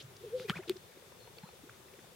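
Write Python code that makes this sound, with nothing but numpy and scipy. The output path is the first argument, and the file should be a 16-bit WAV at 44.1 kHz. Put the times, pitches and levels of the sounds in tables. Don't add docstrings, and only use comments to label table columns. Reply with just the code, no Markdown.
import sys
import numpy as np
from scipy import signal
from scipy.fft import rfft, irfft, next_fast_len
from scipy.io import wavfile
from scipy.ndimage import uniform_filter1d, map_coordinates

SR = 44100
rng = np.random.default_rng(int(sys.argv[2]) if len(sys.argv) > 2 else 0)


def volts_from_decibels(level):
    exponent = np.asarray(level, float) / 20
    return 10 ** exponent


def wrap_up_sound(samples):
    columns = np.atleast_2d(samples).T
    tamed = np.clip(columns, -1, 1)
    steps = np.round(tamed * 32767).astype(np.int16)
    wavfile.write(sys.argv[1], SR, steps)


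N = 94815
T = np.arange(N) / SR
TOP_HZ = 15950


def unit(x):
    return x / np.sqrt(np.mean(x ** 2) + 1e-20)


def along(points, hz):
    f, v = np.transpose(points)
    return np.interp(np.log(hz + 1), np.log(f + 1), v)


def filtered(x, response):
    m = next_fast_len(N + 8192)
    spectrum = rfft(x, m) * response(np.fft.rfftfreq(m, 1 / SR))
    return irfft(spectrum, m)[..., :N]


def pan(x, left_minus_right_db):
    return x * volts_from_decibels(np.array([[left_minus_right_db / 2], [-left_minus_right_db / 2]]))


def bell(s, width_s):
    return np.exp(-.5 * ((T - s) / width_s) ** 2)


def wobble(rate_hz):
    knots = rng.standard_normal(int(N * rate_hz / SR) + 4)
    return map_coordinates(knots, [T * rate_hz])


def glide(rows):
    s, hz, db = np.transpose(rows)
    edge = np.clip(np.minimum(T - s[0], s[-1] - T) / 0.0023, 0, 1)
    pitch_hz = uniform_filter1d(np.interp(T, s, hz), size=260)
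    phase = 2 * np.pi * np.cumsum(pitch_hz) / SR
    return np.sqrt(2) * edge * volts_from_decibels(np.interp(T, s, db)) * np.sin(phase)


def puff(s, width_s, hz, wide_hz):
    def resonance(f):
        return (1j * f * wide_hz / (hz * hz - f * f + 1j * f * wide_hz)) ** 2

    return unit(filtered(rng.standard_normal(N), resonance)) * bell(s, width_s)


# frequency in Hz, density in dB per Hz.
HISS_SPECTRUM = [(35, -14), (70, -3.5), (130, -1), (200, -4.5), (285, -11), (600, -8), (3400, -16.5),
                 (15900, -22.5)]
# frequency in Hz, correlation from -1 to 1.
HISS_LIKENESS = [(60, 0.95), (180, 0.65), (550, -0.04), (1650, 0.18), (4970, 0.17), (15000, -0.1)]


def hiss():
    z = signal.stft(rng.standard_normal((2, N)), nperseg=512)[2]
    patches = uniform_filter1d(rng.standard_normal(z.shape[1:]), size=6, axis=0)
    patches = uniform_filter1d(patches, size=10, axis=1)
    pair = signal.istft(z * volts_from_decibels(0.91 * unit(patches)), nperseg=512)[1][:, :N]

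    def mid_side(hz):
        turn = np.arccos(np.clip(along(HISS_LIKENESS, hz), -1, 1)) / 2
        return volts_from_decibels(along(HISS_SPECTRUM, hz)) * (hz < TOP_HZ) * [np.cos(turn), np.sin(turn)]

    mid, side = filtered(pair, mid_side)
    level_db, pan_db = -58, 3
    return pan(volts_from_decibels(level_db) * unit(np.array([mid + side, mid - side])), pan_db)


def chirr():
    level_db, hz, wide_hz = -72, 3550, 340
    swell = volts_from_decibels(level_db + 0.92 * wobble(19.0))
    return swell * np.array([puff(0.65, 9, hz, wide_hz) for _ in "LR"])


def gust():
    level_db = -59.5
    return volts_from_decibels(level_db) * puff(s=0.45, width_s=0.26, hz=104.4, wide_hz=86)


# centre in seconds,
# half length in seconds, centre in Hz, width in Hz, level in dB.
RUSTLES_NEAR = [(.008, .02, 3400, 1800, -51), (.026, .008, 6000, 2000, -60), (.41, .06, 3600, 2600, -55),
                (1.385, .004, 4500, 700, -55), (.008, .02, 430, 200, -58), (.769, .005, 4400, 2500, -55),
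                (.49, .012, 2000, 2600, -46), (.508, .016, 2200, 2200, -44), (.57, .035, 2600, 3000, -54),
                (.683, .008, 3400, 2000, -51), (.706, .028, 2600, 2600, -55), (.38, .3, 10000, 7000, -72),
                (.27, .12, 3000, 2000, -66), (.498, .05, 13000, 4000, -64), (.575, .05, 1300, 1300, -60),
                (.556, .004, 550, 700, -47), (.565, .012, 950, 300, -54), (.557, .004, 1750, 700, -50),
                (.57, .003, 550, 700, -52), (1.387, .006, 2500, 350, -55), (1.385, .004, 3400, 600, -57),
                (1.372, .008, 3400, 700, -62), (1.489, .006, 2500, 400, -61), (1.492, .006, 750, 400, -56),
                (.628, .005, 2500, 500, -58), (.499, .007, 850, 250, -47), (.66, .03, 650, 300, -64),
                (1.125, .006, 900, 300, -59), (1.278, .006, 950, 300, -60), (.694, .002, 3000, 900, -47)]


def rustles():
    spread = 0.51
    out = 0
    for s, half_s, hz, wide_hz, db in RUSTLES_NEAR:
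        mid, side = (puff(s, half_s / 2, hz, wide_hz) for _ in "ms")
        out = out + volts_from_decibels(db) * (mid + spread * side * np.array([[1], [-1]]))
    return out


def blips(rows, cycles):
    out = 0
    for s, db, hz, lr_db in rows:
        tone = np.sin(2 * np.pi * hz * T + rng.uniform(0, 5.6))
        out = out + pan(volts_from_decibels(db) * bell(s + cycles / hz, cycles / hz) * tone, lr_db)
    return out


def crowd():
    level_db, centre_hz, pitch_spread, size_db = -65, 441.9, 0.138, 4.5
    t = np.arange(SR // 25) / SR
    shape = np.exp(-.5 * ((t - .02) / 0.0052) ** 2)
    out = np.zeros((2, N + len(t)))
    for when, pitch, size, side in rng.random((320, 4)):
        hz = centre_hz * np.exp(pitch_spread * 3.45 * (pitch - .5))
        note = volts_from_decibels(-size_db * np.log(size + 0.048)) * shape * np.sin(2 * np.pi * hz * t)
        start = int(when * N)
        out[:, start:start + len(t)] += pan(note, 2.5 + 6 * (side - .5))
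    return volts_from_decibels(level_db) * unit(out[:, :N])


# start in
# seconds, peak in dB, pitch in Hz, left minus right in dB.
FAR_BLOOP_ROWS = [(0.972, -47.5, 378, 1.5), (1.024, -51.5, 517, 8), (1.121, -51, 501, 8),
                  (1.203, -61, 415, 16), (1.276, -48, 452, 3), (1.488, -64, 433, 16), (1.536, -50, 439, 3),
                  (1.591, -58, 528, 11), (1.637, -46.5, 295, 3.5), (1.881, -59, 369, 0),
                  (1.938, -53.5, 417, 5), (1.988, -54.5, 363, 11), (2.039, -57, 441, 3.5)]
FAR_THUMP_ROWS = [
    (0.041, -45.5, 129, -0.5),
    (0.08, -51.5, 129.7, 0),
    (0.569, -41, 160.6, 2),
    (0.87, -65, 146, 4),
    (1.238, -54, 123.3, 1.0),
    (1.697, -55.5, 127.4, -1),
    (1.779, -61, 200, -2),
]
FAR_SNAP_ROWS = [(0.166, -46, 4500, 1.0), (0.6335, -44.5, 1830, 0.5), (0.765, -52.5, 1880, 1.0),
                 (0.839, -66, 3570, 2.5), (0.9217, -52, 2260, 1.2), (0.9747, -52.5, 1960, 1.5),
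                 (1.119, -55, 1830, 3.0), (1.273, -54, 2350, 1.5), (1.3528, -56, 3290, 2.0),
                 (1.434, -49, 1520, 1.5), (1.695, -44.5, 1510, 1.0), (1.8837, -51.5, 1920, 2.5),
                 (1.938, -49.5, 2420, 3.0), (1.9902, -49, 1884, 1.0), (2.0435, -48, 895, 2.5)]


def far_birds():
    width_s, wide_ratio = .0022, .7
    ticks = 0
    for s, db, hz, lr_db in FAR_SNAP_ROWS:
        breath = volts_from_decibels(db - 9.0) * puff(s + width_s, width_s, hz, wide_ratio * hz)
        ring = volts_from_decibels(db - 8.5) * bell(s + 0.00041, 0.0011) * np.sin(2 * np.pi * hz * T)
        ticks = ticks + pan(breath + ring, lr_db)
    return blips(FAR_BLOOP_ROWS, cycles=1.0) + blips(FAR_THUMP_ROWS, cycles=1.3) + ticks


# time in seconds, pitch in Hz, level in dB.
NEAR_COOS = [
    [(.205, 400, -64), (.215, 390, -53), (.228, 430, -62), (.242, 480, -45), (.252, 490, -46),
     (.257, 460, -56), (.268, 435, -45), (.284, 395, -48), (.297, 350, -62)],
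    [(.3, 430, -58), (.322, 440, -49), (.334, 470, -38), (.345, 500, -32.5), (.356, 512, -32),
     (.378, 510, -40), (.385, 500, -47), (.399, 480, -49)],
    [(.397, 470, -50), (.405, 495, -41), (.42, 520, -45), (.44, 515, -52), (.453, 435, -40),
     (.462, 400, -46), (.475, 385, -60)],
]
# time in seconds, pitch in Hz, level in dB.
RIVAL_COOS = [
    [(0.222, 340, -66), (0.232, 345, -58), (0.245, 376, -52.5), (0.265, 397, -55)],
    [(0.335, 396, -59), (0.381, 409, -52), (0.398, 393, -50.5), (0.43, 366, -57)],
]
# time in seconds, pitch in Hz, level in dB.
THROAT_NOTES = [
    [(.481, 440, -58), (.488, 413, -45), (.496, 340, -42), (.502, 330, -50)],
    [(.508, 390, -52), (.516, 420, -48), (.524, 430, -60)],
    [(.69, 202.3, -52), (.7, 200, -50), (.712, 210, -57), (.75, 200, -63)],
]


def coos():
    return sum(map(glide, [*NEAR_COOS, *RIVAL_COOS, *THROAT_NOTES]))


# first pop in seconds, thump in dB, gap to second pop in seconds, bloop in dB.
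DISPLAYS = [
    (.4971, -26.5, .1995, -26),
    (.398, -47.5, .192, -39),
    (.557, -43, .199, -44),
    (1.4335, -40.5, 0.23, -54),
]


def pops():
    thump_hz, lag_s, width_s = 176, .0068, .0042
    bloop_hz, rise_s, hold_s, t60_s = 371.2, 0.0011, 0.0126, 0.035
    out = np.zeros(N)
    for s, thump_db, gap_s, bloop_db in DISPLAYS:
        peak_s = s + lag_s
        out += volts_from_decibels(thump_db) * bell(peak_s, width_s) * np.cos(2 * np.pi * thump_hz * (T - peak_s))
        t = np.clip(T - s - gap_s, 0, None)
        shape = (1 - np.exp(-t / rise_s)) * volts_from_decibels(-60 * np.clip(t - hold_s, 0, None) / t60_s)
        out += volts_from_decibels(bloop_db) * shape * np.sin(2 * np.pi * bloop_hz * (t - .0004))
    return out


# seconds after first pop, pitch in Hz, level
# in dB.
NEAR_WHISTLE = [(.015, 1060, -5), (.022, 1180, -3), (.035, 1340, -2), (.049, 1590, -5), (.057, 1980, -9),
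                (.071, 2620, 2), (.081, 1790, -2),
                (.092, 900, -9), (.1, 660, -12), (.108, 590, -10), (.122, 720, -14), (.135, 980, -15),
              (.15, 1500, -13)]
# time in seconds, pitch in Hz, level in dB.
FAR_WHISTLES = [
    [(.402, 1050, -66), (.422, 1370, -61), (.44, 1780, -64), (.455, 2350, -62), (.463, 2520, -63),
     (.475, 2000, -73)],
    [(.586, 1350, -66), (.6, 1600, -62), (.611, 2050, -60), (.618, 2250, -70)],
    [(1.432, 810, -58), (1.445, 900, -58), (1.465, 1150, -63), (1.484, 1480, -66)],
]


def whistles():
    near_db, unsteady, rate_hz = -47, .25, 160
    near = np.array(NEAR_WHISTLE) + [DISPLAYS[0][0], 0, near_db]
    return sum((1 + unsteady * wobble(rate_hz)) * glide(rows) for rows in [near, *FAR_WHISTLES])


def sac_swell():
    level_db, hz, length_s = -43.5, 344, .022
    other_hz, other_gain = 455, .6
    t = T - (DISPLAYS[0][0] + DISPLAYS[0][2])
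    swell = np.clip((t + length_s) / 0.0041, 0, 1) * (t < 0)
    first = np.cos(2 * np.pi * hz * (t + 0.0017))
    other = np.cos(2 * np.pi * other_hz * (t + 0.01044))
    return volts_from_decibels(level_db) * swell * (first + other_gain * other)


SNAP_AT_S = [.3985, .49715, .49805, .6963, 1.3845, .5061]
# level in dB, ring in Hz, second ring in Hz, high crack in dB.
SNAP_ROWS = [
    (-32, 2240, 1450, -56),
    (-17.5, 3340, 1200, -66),
    (-16, 2940, 1540, -40),
    (-20.5, 3440, 4300, -34.5),
    (-42, 3300, 4300, -58),
    (-26, 1950, 2100, -70),
]
# start in seconds, length in seconds, from Hz, to Hz, level in dB.
SKIN_FLUTTER = (.5006, .0062, 1030, 2000, -29)


def snaps():
    t60_s, second_db, crack_s = .0045, -4, .00025
    side_pitch = [[1], [1.07]]
    out = np.zeros((2, N))
    for s, (db, ring_hz, second_hz, crack_db) in zip(SNAP_AT_S, SNAP_ROWS):
        t = np.clip(T - s, 0, None)
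        ring = np.cos(2 * np.pi * ring_hz * t * side_pitch)
        ring = ring + volts_from_decibels(second_db) * np.cos(2 * np.pi * second_hz * t)
        rise = np.exp(-(np.clip(s - T, 0, None) / .00006) ** 2)
        out -= volts_from_decibels(db - 4.5) * rise * ring * volts_from_decibels(-60 * t / t60_s)
        out += volts_from_decibels(crack_db) * puff(s + crack_s, crack_s, 12900, 14000)
    s, length_s, from_hz, to_hz, db = SKIN_FLUTTER
    flap_hz = np.interp(T, [s, s + length_s], [from_hz, to_hz]) * (T > s)
    phase = 2 * np.pi * np.cumsum(flap_hz) / SR
    flaps = np.cos(phase + 3.0) + .5 * np.cos(2 * phase + 5.4)
    return out + volts_from_decibels(db) * bell(s + length_s / 2, length_s / 5) * flaps


# time in seconds, pitch in Hz, level in dB.
SONGBIRD_NOTES = [
    [(1.19, 4400, -80), (1.198, 4290, -68.5), (1.24, 4220, -67.5), (1.3, 4340, -75)],
    [(1.42, 4223, -71), (1.45, 4060, -69), (1.494, 4200, -68.5), (1.53, 4250, -87)],
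]


def piping():
    return pan(sum(map(glide, SONGBIRD_NOTES)), 2.5)


def field(x):
    t60_s, level_db = .1, -19
    t = np.arange(SR // 5) / SR
    tail = rng.standard_normal((2, len(t))) * volts_from_decibels(-60 * t / t60_s)
    tail = tail / np.linalg.norm(tail[0])
    return volts_from_decibels(level_db) * signal.fftconvolve(x, tail, axes=1)[:, :N]


def scene():
    near = coos() + pops() + whistles() + sac_swell() + snaps() + rustles()
    far = far_birds() + crowd() + chirr() + piping()
    return pan(near, 1.5) + field(near) + far + gust() + hiss()


def low_pass(x):
    return signal.sosfilt(signal.butter(12, 16830, fs=SR, output="sos"), x)


def record(dry):
    low_cut_hz = 45

    def response(f):
        return (1j * f / (low_cut_hz + 1j * f)) ** 2 * (f < TOP_HZ)

    return low_pass(filtered(dry, response))


dry = scene()
out = record(dry)
wrap_up_sound(out)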